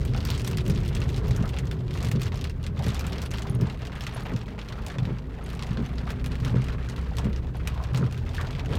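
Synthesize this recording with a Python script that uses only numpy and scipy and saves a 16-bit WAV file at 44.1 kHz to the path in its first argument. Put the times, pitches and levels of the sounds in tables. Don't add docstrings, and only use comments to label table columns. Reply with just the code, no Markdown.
import sys
import numpy as np
from scipy import signal
from scipy.fft import rfft, irfft
from scipy.io import wavfile
from scipy.ndimage import uniform_filter1d

SR = 44100
rng = np.random.default_rng(int(sys.argv[2]) if len(sys.argv) > 2 else 0)


def ratio_of_db(decibels):
    return 10 ** (np.asarray(decibels, float) / 20)


def file_out(sig):
    cols = np.atleast_2d(sig).T
    lim = np.clip(cols, -1, 1)
    pcm = np.round(lim * 32767).astype(np.int16)
    wavfile.write(sys.argv[1], SR, pcm)


N = 387198


def level(x, db):
    return x * ratio_of_db(db) / np.sqrt(np.mean(x ** 2))


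def columns(table):
    s, *rest = np.transpose(table)
    return [np.interp(np.arange(N) / SR, s, column) for column in rest]


def ring(x, hz, width_hz):
    return signal.lfilter(*signal.iirpeak(min(hz, .46 * SR), hz / width_hz, fs=SR), x)


def walk(rate):
    hold = int(SR / rate)
    steps = np.repeat(rng.standard_normal(N // hold + 1), hold)
    return 1.33 * uniform_filter1d(uniform_filter1d(steps, hold), hold)[:N]


def fade(power, t60):
    return signal.lfilter([1], [1, -np.exp(-2 * np.log(1000) / (t60 * SR))], power)


def hum(hz, db, orders, wobble):
    turn = 2 * np.pi * np.cumsum(hz * (1 + wobble * walk(9))) / SR
    out = 0
    for multiple, order_db in orders:
        size = ratio_of_db(1 + db + order_db + 1.2 * walk(6))
        out = out + size * np.sin(multiple * turn + 6 * rng.random())
    return out


# (pitch [Hz], width [Hz], level [dB])
BODY = [(167.3, 40, 3.5), (207.6, 14.2, 2.5), (247, 29, -2.5), (395, 107, -7), (860, 400, -24)]
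BOOM_HZ, BOOM_WIDTH_HZ = 125, 25.3


def cabin(boom_force, body_force):
    boom = ring(ring(boom_force, BOOM_HZ, BOOM_WIDTH_HZ), BOOM_HZ, 3 * BOOM_WIDTH_HZ)
    body = sum(ratio_of_db(db) * ring(ring(body_force, f, w), f, 2 * w) for f, w, db in BODY)
    return ratio_of_db(26.5) * boom + ratio_of_db(20.5) * body


# (time [s], firing rate [Hz], firing level [dB], load on the upper multiples [dB])
ENGINE = [(0, 72.4, -33.5, 5), (.6, 67.86, -38, 10), (1.5, 70, -38, -2), (2.4, 76.63, -30.5, -9),
          (3, 76.24, -29, -7), (3.5, 68.1, -36.5, -10), (4.2, 56.26, -37.5, -4), (4.7, 52.7, -39, -3),
          (5.2, 53.64, -36.5, -13), (5.7, 58.37, -31, -2), (5.95, 60.93, -32.5, 1), (6.5, 62.55, -30, -3.5),
          (6.8, 62.8, -29.5, -8.5), (7.9, 63.8, -29.5, -25), (8.2, 63.4, -59, -4), (8.78, 63.2, -63, -2)]
# (multiple of the firing rate [-], level [dB])
ENGINE_ORDERS = [(.5, -10), (1, 0), (1.5, -12), (2, -6), (2.5, -10), (3, -12), (4, -11)]
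# (time [s], rate [Hz], level [dB])
SHAFT = [
    (6.2, 65.5, -63),
    (6.7, 67.8, -42),
    (7.3, 69.9, -36),
    (7.7, 70.4, -55),
    (8.1, 75.23, -32.5),
    (8.3, 81.33, -29.5),
    (8.55, 84.7, -35.5),
    (8.78, 87.7, -28),
]
# (multiple of its rate [-], level [dB])
SHAFT_ORDERS = [(.5, -31), (1, 0.5), (3, -18.5)]
# (time [s], pitch [Hz],
# level [dB])
WHINE = [(.1, 396, -100), (.3, 390, -49), (.54, 379.4, -39.5), (.92, 361.7, -42.5), (1.08, 350, -58),
         (1.12, 438, -56), (1.22, 434, -44), (1.55, 407.8, -48), (1.95, 360.8, -45.5), (2.2, 346, -67),
         (3.4, 400, -70), (3.44, 405.4, -43), (3.55, 406, -43), (3.6, 403, -80)]
# (time [s], rumble level [dB])
TYRES = [(0, -25), (.96, -25.5), (1.35, -23.5), (1.45, -27), (1.85, -29), (2.15, -25.5), (2.75, -35),
         (3.0, -29), (4.6, -36.5), (5.6, -33.5), (6.5, -31.5), (7.2, -29), (8.0, -30.5), (8.78, -27)]
# (frequency [Hz], level per Hz [dB])
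ROAD = [(20, -34), (32, -3.5), (45, -0.5), (65, -1), (100, -3.5), (200, -22.5), (400, -23.5), (900, -42),
        (3000, -56), (16000, -73.5)]


def drive():
    t = np.arange(N) / SR
    firing_hz, firing_db, load_db = columns(ENGINE)
    coasting = np.clip((4.2 - t) / 0.412, 0, 1)
    orders = [(k, db + (k > 1) * (load_db - 8 * coasting)) for k, db in ENGINE_ORDERS]
    engine = hum(firing_hz, firing_db, orders, wobble=.005 + .09 * coasting)
    shaft = hum(*columns(SHAFT), SHAFT_ORDERS, wobble=0.0091)
    gears = hum(*columns(WHINE), [(0.98, 0)], wobble=0.004)

    rumble_db, = columns(TYRES)
    f = np.fft.rfftfreq(N, 1 / SR) + 1
    road_hz, road_db = np.transpose(ROAD)
    colour = ratio_of_db(np.interp(np.log(f), np.log(road_hz), road_db, left=-40))
    rumble = level(irfft(rfft(rng.standard_normal(N)) * colour, N), -3.5)
    rumble = rumble * ratio_of_db(rumble_db + 0.44 * walk(6.7))

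    fading_db = -0.5263 * t
    boom_db = -31 + fading_db + 0.81 * (rumble_db + 30.0)
    body_db = -35.5 + fading_db + 0.23 * (rumble_db + 29.5)
    bumps_db = [boom_db - 0.5 + 0.95 * walk(9.3), body_db + 1.8 * walk(11)]
    bumps = rng.standard_normal((2, N)) * ratio_of_db(bumps_db)
    return engine + shaft + gears + rumble + cabin(*bumps)


# (frequency [Hz], level per band [dB], tail t60 [s])
GLASS = [(570, -18, 0.09), (874, -17, 0.22), (1480, -7, 0.084), (3000, -2, 0.082), (4000, -3.5, 0.077),
         (7200, -12.5, 0.047), (9400, -17, 0.07), (12000, -14.5, 0.074), (15800, -33, 0.044)]
BANDS = 500 * 2 ** np.arange(0, 5.1, 1 / 3)
BENDING_LAG_S = .00105


def splash(s, band_db, crack_s, tail_db, tick_db):
    glass_hz, glass_db, glass_t60 = np.transpose(GLASS)
    echo_s, echo_db = .0015, -4.5
    out = 0
    for f, db in zip(BANDS, band_db):
        size = ratio_of_db(db + np.interp(np.log(f), np.log(glass_hz), glass_db))
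        t60 = np.interp(np.log(f), np.log(glass_hz), glass_t60)
        lag = BENDING_LAG_S * (3000 / f) ** .25
        at = np.clip(((s + lag) * SR).astype(int), 0, N - 1)
        power = np.bincount(at, size ** 2, N)
        shape = fade(power, crack_s) + ratio_of_db(tail_db) ** 2 * fade(power, t60)
        burst = np.sqrt(shape * SR / f) * rng.standard_normal(N)
        tick = ratio_of_db(tick_db) * SR / f * np.bincount(at, size, N)
        burst = burst + tick + ratio_of_db(echo_db) * np.roll(tick, int(echo_s * SR))
        out = out + ring(ring(burst, f, 0.5 * f), f, 0.5 * f)
    return out


def shower(count, flow_db, colour_db, spread_db, slant_db, gust_db, crack_s, tail_db):
    when, luck, slant = rng.random((count, 3)).T
    size_db = spread_db * np.minimum(-np.log(1 - luck), 2)
    flow_db = (flow_db + gust_db * walk(25))[(when * N).astype(int)]
    tilt_db = np.log2(BANDS / 3000)[:, None] * slant_db * (2 * slant - 1)
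    patchy_db = 3.5 * rng.standard_normal((count, len(BANDS))).T
    band_db = size_db + flow_db + tilt_db + patchy_db + colour_db[:, None]
    return splash(when * N / SR, band_db, crack_s, tail_db, tick_db=0.47)


def plinks(flow_db, count):
    low_hz, high_hz, plink_db, t60_s = 600, 3000, -1, .04
    out = np.zeros(N + 4096)
    t = np.arange(4096) / SR
    for when, pitch, size in rng.random((count, 3)):
        at = int(when * N)
        hz = low_hz * (high_hz / low_hz) ** pitch
        db = flow_db[at] + plink_db + 4 * size - 5 * np.log2(hz / 1000) - 60 * t / t60_s
        swell = np.minimum(t / 0.0035, 1)
        out[at:at + 4096] += ratio_of_db(db) * swell * np.sin(2 * np.pi * hz * t)
    return out[:N]


# (time [s], flow level [dB], roof above the glass [dB])
RAIN = [
    (0, -50.5, 2),
    (1, -49, 6.5),
    (2, -51.5, 6),
    (3, -48.5, 7.5),
    (4.1, -56, 14),
    (5.2, -58, 13),
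    (6.5, -55.5, 15),
    (7.6, -58.5, 12.5),
    (8.78, -53.5, 12.5),
]
# (time [s], half length [s], level [dB])
GUSTS = [(0.336, 0.11, 9.5), (0.698, 0.036, -9), (2.003, 0.07, 13), (2.236, 0.03, 6), (2.906, 0.21, 3.5),
         (3.346, 0.02, 11), (4.202, 0.26, 5.5), (5.66, 0.068, 5.5), (6.095, 0.03, 17.5), (6.478, 0.025, 13),
         (6.95, 0.086, 5.5), (7.216, 0.13, 4.5), (7.701, 0.03, 8), (7.99, 0.082, 10), (8.387, 0.089, 9),
         (8.75, 0.094, 6)]
# (time [s], half length [s], level [dB])
LULLS = [(.1, 0.014, -10), (1.23, 0.035, -1), (1.66, 0.046, -10), (1.81, 0.11, -10.5), (2.17, 0.034, -16),
         (2.3, 0.017, -10), (2.57, 0.14, -18), (2.73, 0.033, -25), (3.28, 0.019, -19), (3.58, 0.029, -17),
         (3.78, 0.045, -3), (4.55, 0.051, -3), (4.8, 0.03, -2), (5.22, 0.15, -7), (6.2, 0.16, -9),
         (6.78, 0.039, -5), (7.07, 0.034, -7), (7.51, .03, -11), (8.24, 0.05, -2.5)]
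# (frequency [Hz], level over the glass colour [dB])
LINING = [(500, 6.5), (1000, 3), (1500, 0), (2800, -8.5), (4300, -13.5), (6000, -16), (16000, -10.5)]


def patter():
    flow_db, roof_above_db = columns(RAIN)
    t = np.arange(N) / SR
    wind_db = sum(db * np.exp(-((t - s) / half) ** 2) for s, half, db in [*GUSTS, *LULLS])
    glass_db = flow_db + wind_db
    roof_db = flow_db + roof_above_db + 0.52 * wind_db
    lining_hz, lining_db = np.transpose(LINING)
    dull_db = np.interp(np.log(BANDS), np.log(lining_hz), lining_db)
    thin_db = np.minimum(12.0 * np.log2(BANDS / 3000), 0)
    on_glass = shower(650, glass_db - 1.5, thin_db, spread_db=4.5, slant_db=3.0, gust_db=1.0,
                      crack_s=0.0024, tail_db=-10)
    on_roof = shower(1300, roof_db - 3, dull_db, spread_db=1.8, slant_db=3.0, gust_db=1.0,
                     crack_s=0.005, tail_db=-5.5)
    return on_glass + on_roof + plinks(roof_db, count=800)


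# (time [s], peak level [dB], centre of the struck modes [Hz])
CHINKS = [(3.496, -41, 9500), (3.513, -50, 10000), (3.549, -41, 9000), (4.146, -45, 9800),
          (4.165, -47, 12000), (4.198, -51, 11500), (4.233, -49, 11000), (4.296, -53, 13000),
          (4.868, -45, 8950), (5.439, -45.5, 9800), (7.568, -52, 10000), (8.125, -48, 12400),
          (8.722, -55, 10010)]
# (pitch [Hz], level [dB], t60 [s])
METAL = [(5350, -5, .1), (6570, -4, .09), (8400, -2, .015), (8800, 0, .018), (9250, -1, .015),
         (9770, 1.5, .03), (10300, -2, .015), (10900, -1.5, .03), (11600, -2.5, .022), (12150, -4, .015),
         (12600, -4, .02), (13200, -5, .02), (14200, -8, .035), (14900, -6, .02)]


def chinks():
    out = np.zeros(N)
    t = np.arange(4096) / SR
    hz, mode_db, t60 = np.transpose(METAL)[:, :, None]
    chance = rng.standard_normal((len(CHINKS), 2, len(METAL), 1))
    for (s, db, centre_hz), (mix, tune) in zip(CHINKS, chance):
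        away_db = -15 * np.abs(np.log2(hz / centre_hz))
        size_db = db + mode_db + 4.5 * mix + away_db
        swell = np.minimum(t / .001, 1)
        rings = ratio_of_db(size_db - 60 * t / t60) * swell * np.sin(2 * np.pi * hz * (1 + .008 * tune) * t)
        at = int(s * SR)
        out[at:at + 4096] += ratio_of_db(-4) * rings.sum(0)[:N - at]
    return out


# (time [s], peak level [dB], ring pitch [Hz])
KNOCKS = [(0.148, -28, 1350), (.15, -25.5, 690), (.289, -31, 950), (0.476, -33, 1080), (0.511, -32, 1440),
          (2.808, -31, 810), (1.378, -32, 1490), (1.438, -27, 601), (1.441, -26.5, 1320),
          (1.543, -29.5, 800), (1.713, -32.5, 1460), (1.801, -36.5, 626), (7.115, -31, 750),
          (2.319, -33, 960), (2.798, -28.5, 790), (2.866, -28, 1860), (2.952, -30.5, 1170),
          (3.108, -29.5, 765), (3.452, -27, 1100), (3.667, -29, 939), (4.78, -30.5, 1230),
          (4.867, -31, 810), (4.9, -28, 1740), (4.958, -31, 540), (4.984, -31, 1003), (5.38, -35, 724),
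          (5.591, -37, 1140), (5.621, -30.5, 1069), (5.772, -30.5, 1470), (6.076, -30.5, 1200),
          (6.463, -28, 1200), (7.184, -25.5, 990), (5.678, -38, 1090), (7.548, -33, 755),
          (7.672, -29, 1368), (7.759, -32, 980), (7.802, -24.5, 1010), (7.975, -32, 1290),
          (8.028, -25, 1300), (8.291, -33.5, 940), (8.382, -20, 1670), (8.476, -34, 1010),
          (8.682, -34, 650)]


def knocks():
    out = np.zeros(N)
    t = np.arange(4096) / SR
    for s, db, hz in KNOCKS:
        push = rng.standard_normal((2, 4096)) * ratio_of_db(-60 * t / 0.16)
        push[0, :8] += 2.5
        late = ratio_of_db(4.5) * (1 - np.exp(-t / 0.012)) * push[1]
        low_hz = 0.713 * hz
        first = ring(ring(push[0], hz, .2 * hz), hz, .5 * hz)
        second = ring(ring(late, low_hz, .13 * hz), low_hz, .4 * hz)
        burst = first + second
        at = int(s * SR)
        out[at:at + 4096] += (burst * ratio_of_db(db - 4.5) / np.abs(burst).max())[:N - at]
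    return out


TURN_DB = [-4.5, -0.5, -0.8, -1, -0.52, 2, -1.5, 0.7, -1.7, 2, -0.6, 2, 0.5]


def wipers():
    bottom_s, sweep_s, up_s = 0.7154, 1.4656, 0.709
    bottom_levels_db, top_levels_db = (-22, -26.5, -27, -39.5), (-24.5, -32.5, -26.5, -41)
    t = np.arange(N) / SR
    boom = body = 0
    for k, turn_db in enumerate(TURN_DB):
        since = t - (bottom_s + (k - 1) // 2 * sweep_s + (k - 1) % 2 * up_s)
        boom_db, drag_db, body_db, rub_db = np.add(bottom_levels_db if k % 2 else top_levels_db, turn_db)
        boom = boom + ratio_of_db(boom_db) * np.exp(-((since + 0.021) / 0.043) ** 2)
        boom = boom + ratio_of_db(drag_db) * np.exp(-((since + 0.12) / 0.056) ** 2)
        flip = np.exp(-((since + 0.023) / 0.026) ** 2) + ratio_of_db(-17.0) * np.exp(-(since / 0.13) ** 2)
        body = body + ratio_of_db(body_db) * flip + ratio_of_db(rub_db) * np.exp(-((since + 0.1) / 0.05) ** 2)
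    timing, strength = rng.standard_normal((800, 2)).T
    at = np.cumsum(SR / 60 * np.exp(.2 * timing)).astype(int)
    slips = np.bincount(at[at < N], ratio_of_db(1.5 * strength[at < N]), N)
    shake = level(slips - slips.mean(), -2.6) + level(rng.standard_normal(N), -4.5)
    return cabin(shake * boom, shake * body)


# (time of the peak [s], peak level [dB], cabin ring pitch [Hz])
SLIPS = [(0.558, -15, 137), (0.691, -15, 139), (0.706, -5.5, 149), (0.723, -18, 135), (0.756, -12, 165),
         (1.295, -14, 139), (1.318, -8, 136), (1.232, -19, 136.2), (1.413, -17, 190), (1.431, -23, 154),
         (2.086, -15, 124.3), (2.138, -8, 140), (2.162, -10, 174), (2.174, -10, 140), (2.788, -11.5, 139),
         (2.86, -18, 185), (2.891, -15, 138), (3.505, -16, 133), (3.555, -11, 142), (3.606, -17, 150),
         (3.63, -11, 162), (3.645, -27, 131), (4.328, -19.5, 210), (4.357, -17.2, 143), (5.027, -9.5, 138),
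         (5.07, -14, 139), (5.095, -5.5, 142), (5.714, -14.5, 165), (5.791, -16.5, 174),
         (5.808, -16.5, 201), (5.828, -14, 159), (6.425, -15, 137), (6.467, -9, 142), (6.487, -14, 146.6),
         (6.543, -8, 150), (6.566, -7, 145), (6.586, -9, 146), (7.197, -18, 130), (7.261, -12.5, 179),
         (7.299, -14, 157), (7.959, -16, 133), (7.979, -20, 145.2), (8.006, -13, 148), (8.027, -6, 152),
         (8.039, -13.5, 129), (8.053, -26, 146), (8.724, -21, 123), (8.757, -15, 150)]


def thuds():
    rise_s, fall_s, slip_db, panel_hz = 0.0054, .012, -5.5, 194
    out = np.zeros(N + 4096)
    t = (np.arange(4096) - 1024) / SR
    shape = np.where(t < 0, np.exp(-(t / rise_s) ** 2), np.exp(-np.abs(t) / fall_s))
    for s, db, hz in SLIPS:
        at = int(s * SR) - 1024
        share = np.clip((panel_hz - hz) / 60, 0, 1)
        boom = share * np.cos(2 * np.pi * (BOOM_HZ + 3) * (at / SR + t))
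        panel = (1 - share) * np.cos(2 * np.pi * 1.13 * hz * t)
        out[at:at + 4096] += ratio_of_db(db + slip_db) * shape * (boom - panel)
    return out[:N]


# (time [s], treble peak level [dB])
TICKS = [(0.163, -36), (0.417, -34), (0.6789, -28.5), (0.8034, -37), (1.0031, -37), (1.4553, -38),
         (1.6539, -41), (1.729, -39), (1.9385, -38), (2.8614, -33), (3.3065, -34.5), (3.3732, -40),
         (3.3927, -37), (3.997, -42), (4.2054, -37), (4.8817, -35), (5.5308, -38), (6.3537, -37),
         (7.1682, -28.5), (8.1758, -38)]


def ticks():
    s, db = np.transpose(TICKS)
    tilt_db = 4.9 * np.log2(BANDS / 6000)[:, None]
    patchy_db = 2 * rng.standard_normal((len(s), len(BANDS))).T
    return splash(s, db + 1.5 + tilt_db + patchy_db, crack_s=.003, tail_db=-15, tick_db=-1)


# (time [s], treble peak level [dB])
NEAR_DROPS = [(0.0503, -33.5), (0.2505, -29), (0.3019, -27), (0.377, -33), (0.4459, -28.5), (0.4748, -29),
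              (0.5112, -31.5), (0.571, -29.5), (0.6977, -25.5), (0.9495, -28), (1.3625, -33),
              (1.5858, -27.5), (2.0273, -34), (2.0461, -29.5), (2.1141, -26.5), (2.2159, -27), (2.231, -31),
              (2.9442, -31), (2.993, -28.5), (3.0665, -32), (3.3124, -33), (3.4206, -33), (3.6102, -34.5),
              (4.8636, -32), (6.2602, -32.5), (6.6413, -36), (6.8967, -34), (7.1833, -29), (7.673, -25),
              (7.9733, -28.5)]
# (time [s], peak level [dB])
MID_DROPS = [(0.0137, -35), (0.204, -28.5), (0.833, -34), (1.269, -38), (1.3081, -27), (1.491, -29.5),
             (1.712, -27.5), (1.908, -33), (1.9738, -29), (2.411, -29.5), (2.441, -24.5), (2.4961, -31.5),
             (2.6646, -28), (2.791, -31.5), (3.1813, -29), (3.3368, -27.5), (3.383, -26.5), (3.8693, -31),
             (4.0071, -28), (4.0659, -24.5), (4.362, -28.5), (4.6857, -32), (5.4894, -34), (5.624, -29),
             (6.103, -25.5), (6.242, -30.5), (6.4475, -26.5), (7.8373, -31), (7.9453, -27), (8.4115, -29.5)]
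# (time [s], peak level [dB])
FAR_DROPS = [(0.5304, -33), (0.583, -27.5), (1.016, -24.5), (1.143, -31.5), (2.159, -34), (2.265, -28),
             (2.3192, -31.5), (2.391, -36), (2.6386, -32), (2.8645, -25.5), (3.121, -28), (3.469, -31.5),
             (3.6977, -28.5), (3.8185, -34), (4.125, -35), (4.413, -36), (4.589, -31), (4.723, -31.5),
             (4.9, -31.5), (4.9838, -29.5), (5.052, -33), (5.1847, -37), (5.5922, -29), (5.9815, -31),
             (6.317, -32.5), (6.354, -35), (6.495, -38), (6.6834, -28.5), (8.4692, -32.5), (8.594, -31)]
# (time [s], peak level [dB])
LIGHT_DROPS = [(0.175, -29.5), (0.606, -31.5), (0.775, -33), (2.1536, -37), (0.849, -33), (0.9652, -28.5),
               (1.0906, -31.5), (1.176, -34), (1.4247, -34), (1.6699, -36.5), (1.9316, -36), (2.069, -34),
               (2.3425, -38), (2.841, -30), (3.259, -31), (3.851, -32.5), (3.9521, -36), (4.0367, -34),
               (4.8199, -41), (5.5009, -32), (5.667, -36), (5.8603, -34), (5.955, -40), (6.4, -32.5),
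               (6.962, -35.5), (7.244, -34), (8.124, -33), (8.291, -35.5), (8.507, -36), (8.6582, -34.5)]
# (time [s], peak level [dB])
BRIGHT_TAPS = [(0.2704, -26), (0.3495, -29), (0.3953, -23.5), (0.4648, -28), (0.663, -29), (0.716, -30),
               (0.748, -33), (0.86, -30), (0.8787, -31), (0.8877, -26.5), (1.0376, -28.5), (1.0995, -30),
               (7.995, -36), (1.1619, -27), (1.1684, -32), (1.2804, -28.5), (7.742, -35.5), (4.136, -32),
               (1.3474, -31), (1.477, -31), (1.9373, -36), (1.986, -31), (2.0024, -32), (2.0854, -26.5),
               (2.1954, -32), (2.2077, -30), (2.2559, -30), (2.278, -31), (2.356, -29), (2.3732, -28.5),
               (2.6286, -34), (2.835, -30), (2.882, -26), (2.9025, -34), (2.9192, -38), (2.9347, -34),
               (3.0083, -25), (3.1566, -35), (3.217, -23.5), (3.2249, -29), (3.2361, -33), (3.3732, -33),
               (3.4966, -42), (4.0192, -32), (4.4322, -41), (4.9179, -35.5), (5.4615, -34), (5.5499, -32),
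               (5.6324, -28.5), (5.7067, -39), (5.73, -36), (6.5029, -36), (6.6181, -30.5), (6.6641, -38),
               (6.8873, -31), (7.8268, -36), (8.0626, -31), (8.1093, -35.0), (8.7334, -33), (8.7524, -26)]
# (time [s], peak level [dB])
DULL_TAPS = [(0.0289, -34), (0.135, -25.5), (0.1454, -24), (0.2284, -30), (0.2876, -21.5), (0.334, -27),
             (0.361, -35), (0.4705, -21.5), (0.5441, -28), (0.5951, -35), (0.7368, -33), (1.0279, -26),
             (1.2424, -36), (1.5401, -27), (1.564, -27), (1.571, -24), (2.2473, -28), (2.4514, -26),
             (2.47, -28), (2.776, -31), (2.8888, -23), (2.953, -23), (2.965, -23), (3.0931, -31),
             (3.1299, -22), (3.2106, -40), (3.2538, -29), (3.344, -26), (3.356, -25), (3.3626, -30.9),
             (4.336, -29), (3.6691, -27), (4.092, -28), (3.918, -29), (4.046, -29), (4.11, -29),
             (4.6147, -27.5), (5.7713, -26.5), (6.196, -31.5), (6.5815, -40), (6.7237, -37), (6.8272, -32),
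             (6.8588, -33), (6.9781, -31), (1.8798, -32), (7.2171, -34), (7.5533, -33), (7.5651, -35),
             (7.847, -31), (1.534, -29), (8.0405, -31), (8.0514, -34), (8.144, -29), (7.329, -28.5),
             (7.361, -28.5), (8.5266, -34), (8.462, -37), (8.55, -27), (8.5588, -37), (8.648, -30)]


def drops():
    kinds = NEAR_DROPS, MID_DROPS, FAR_DROPS, LIGHT_DROPS, BRIGHT_TAPS, DULL_TAPS
    kind_treble_db = 0.5, -5.5, -14, -5, -3.5, -14
    kind_offset_db = -1, -3.5, -1.5, -3, -7.5, -9
    pane_hz, pane_db, pane_t60_s = [2500, 2770, 2770, 3500, 4400, 5600], -6, .03
    spatter_s, spatter_db = 0.0065, -10
    counts = [len(kind) for kind in kinds]
    s, db = np.concatenate(kinds).T
    db = db + np.repeat(kind_offset_db, counts)
    treble_db = np.repeat(kind_treble_db, counts)

    bright = np.clip(np.log2(BANDS / 4200)[:, None] / .5, 0, 1)
    chance = rng.standard_normal((len(s), len(BANDS) + 2)).T
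    colour_db = db + bright * (treble_db + 7) + (2.3 + 1.5 * bright) * chance[2:]
    late = s + spatter_s * (0.28 + np.abs(chance[0]))
    late_db = colour_db + spatter_db - 8 * (1 - bright)
    out = ratio_of_db(0.8) * splash(np.r_[s, late], np.c_[colour_db, late_db],
                            crack_s=0.0021, tail_db=-13.5, tick_db=-1)

    mode_hz = rng.choice(pane_hz, len(s)) * (1 + .04 * chance[1])
    mode_db = db + pane_db + 3 * chance[0] + (mode_hz > 4200) * treble_db / 2
    t = np.arange(2048) / SR
    shape = np.minimum(t / .0025, 1) * ratio_of_db(-60 * t / pane_t60_s)
    for at, size, hz in zip(((s + BENDING_LAG_S) * SR).astype(int), ratio_of_db(mode_db), mode_hz):
        out[at:at + 2048] += (size * shape * np.sin(2 * np.pi * hz * t))[:N - at]
    return out


def scene():
    car = drive() + chinks()
    rain = patter() + knocks() + ticks() + drops()
    return (car + rain + wipers() + thuds())[None]


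def roll_off(x):
    return signal.sosfilt(signal.butter(12, 16800, fs=SR, output="sos"), x)


def record(dry):
    housed = dry - 0.54 * np.array([ring(dry[0], 10530, 910)])
    hissy = housed + ratio_of_db(-75.5) * rng.standard_normal(dry.shape)
    thin = signal.sosfilt(signal.butter(2, 27, "high", fs=SR, output="sos"), hissy)
    cut = signal.sosfilt(signal.ellip(8, .3, 70, 16200, fs=SR, output="sos"), thin)
    return roll_off(cut)


dry = scene()
out = record(dry)
file_out(out)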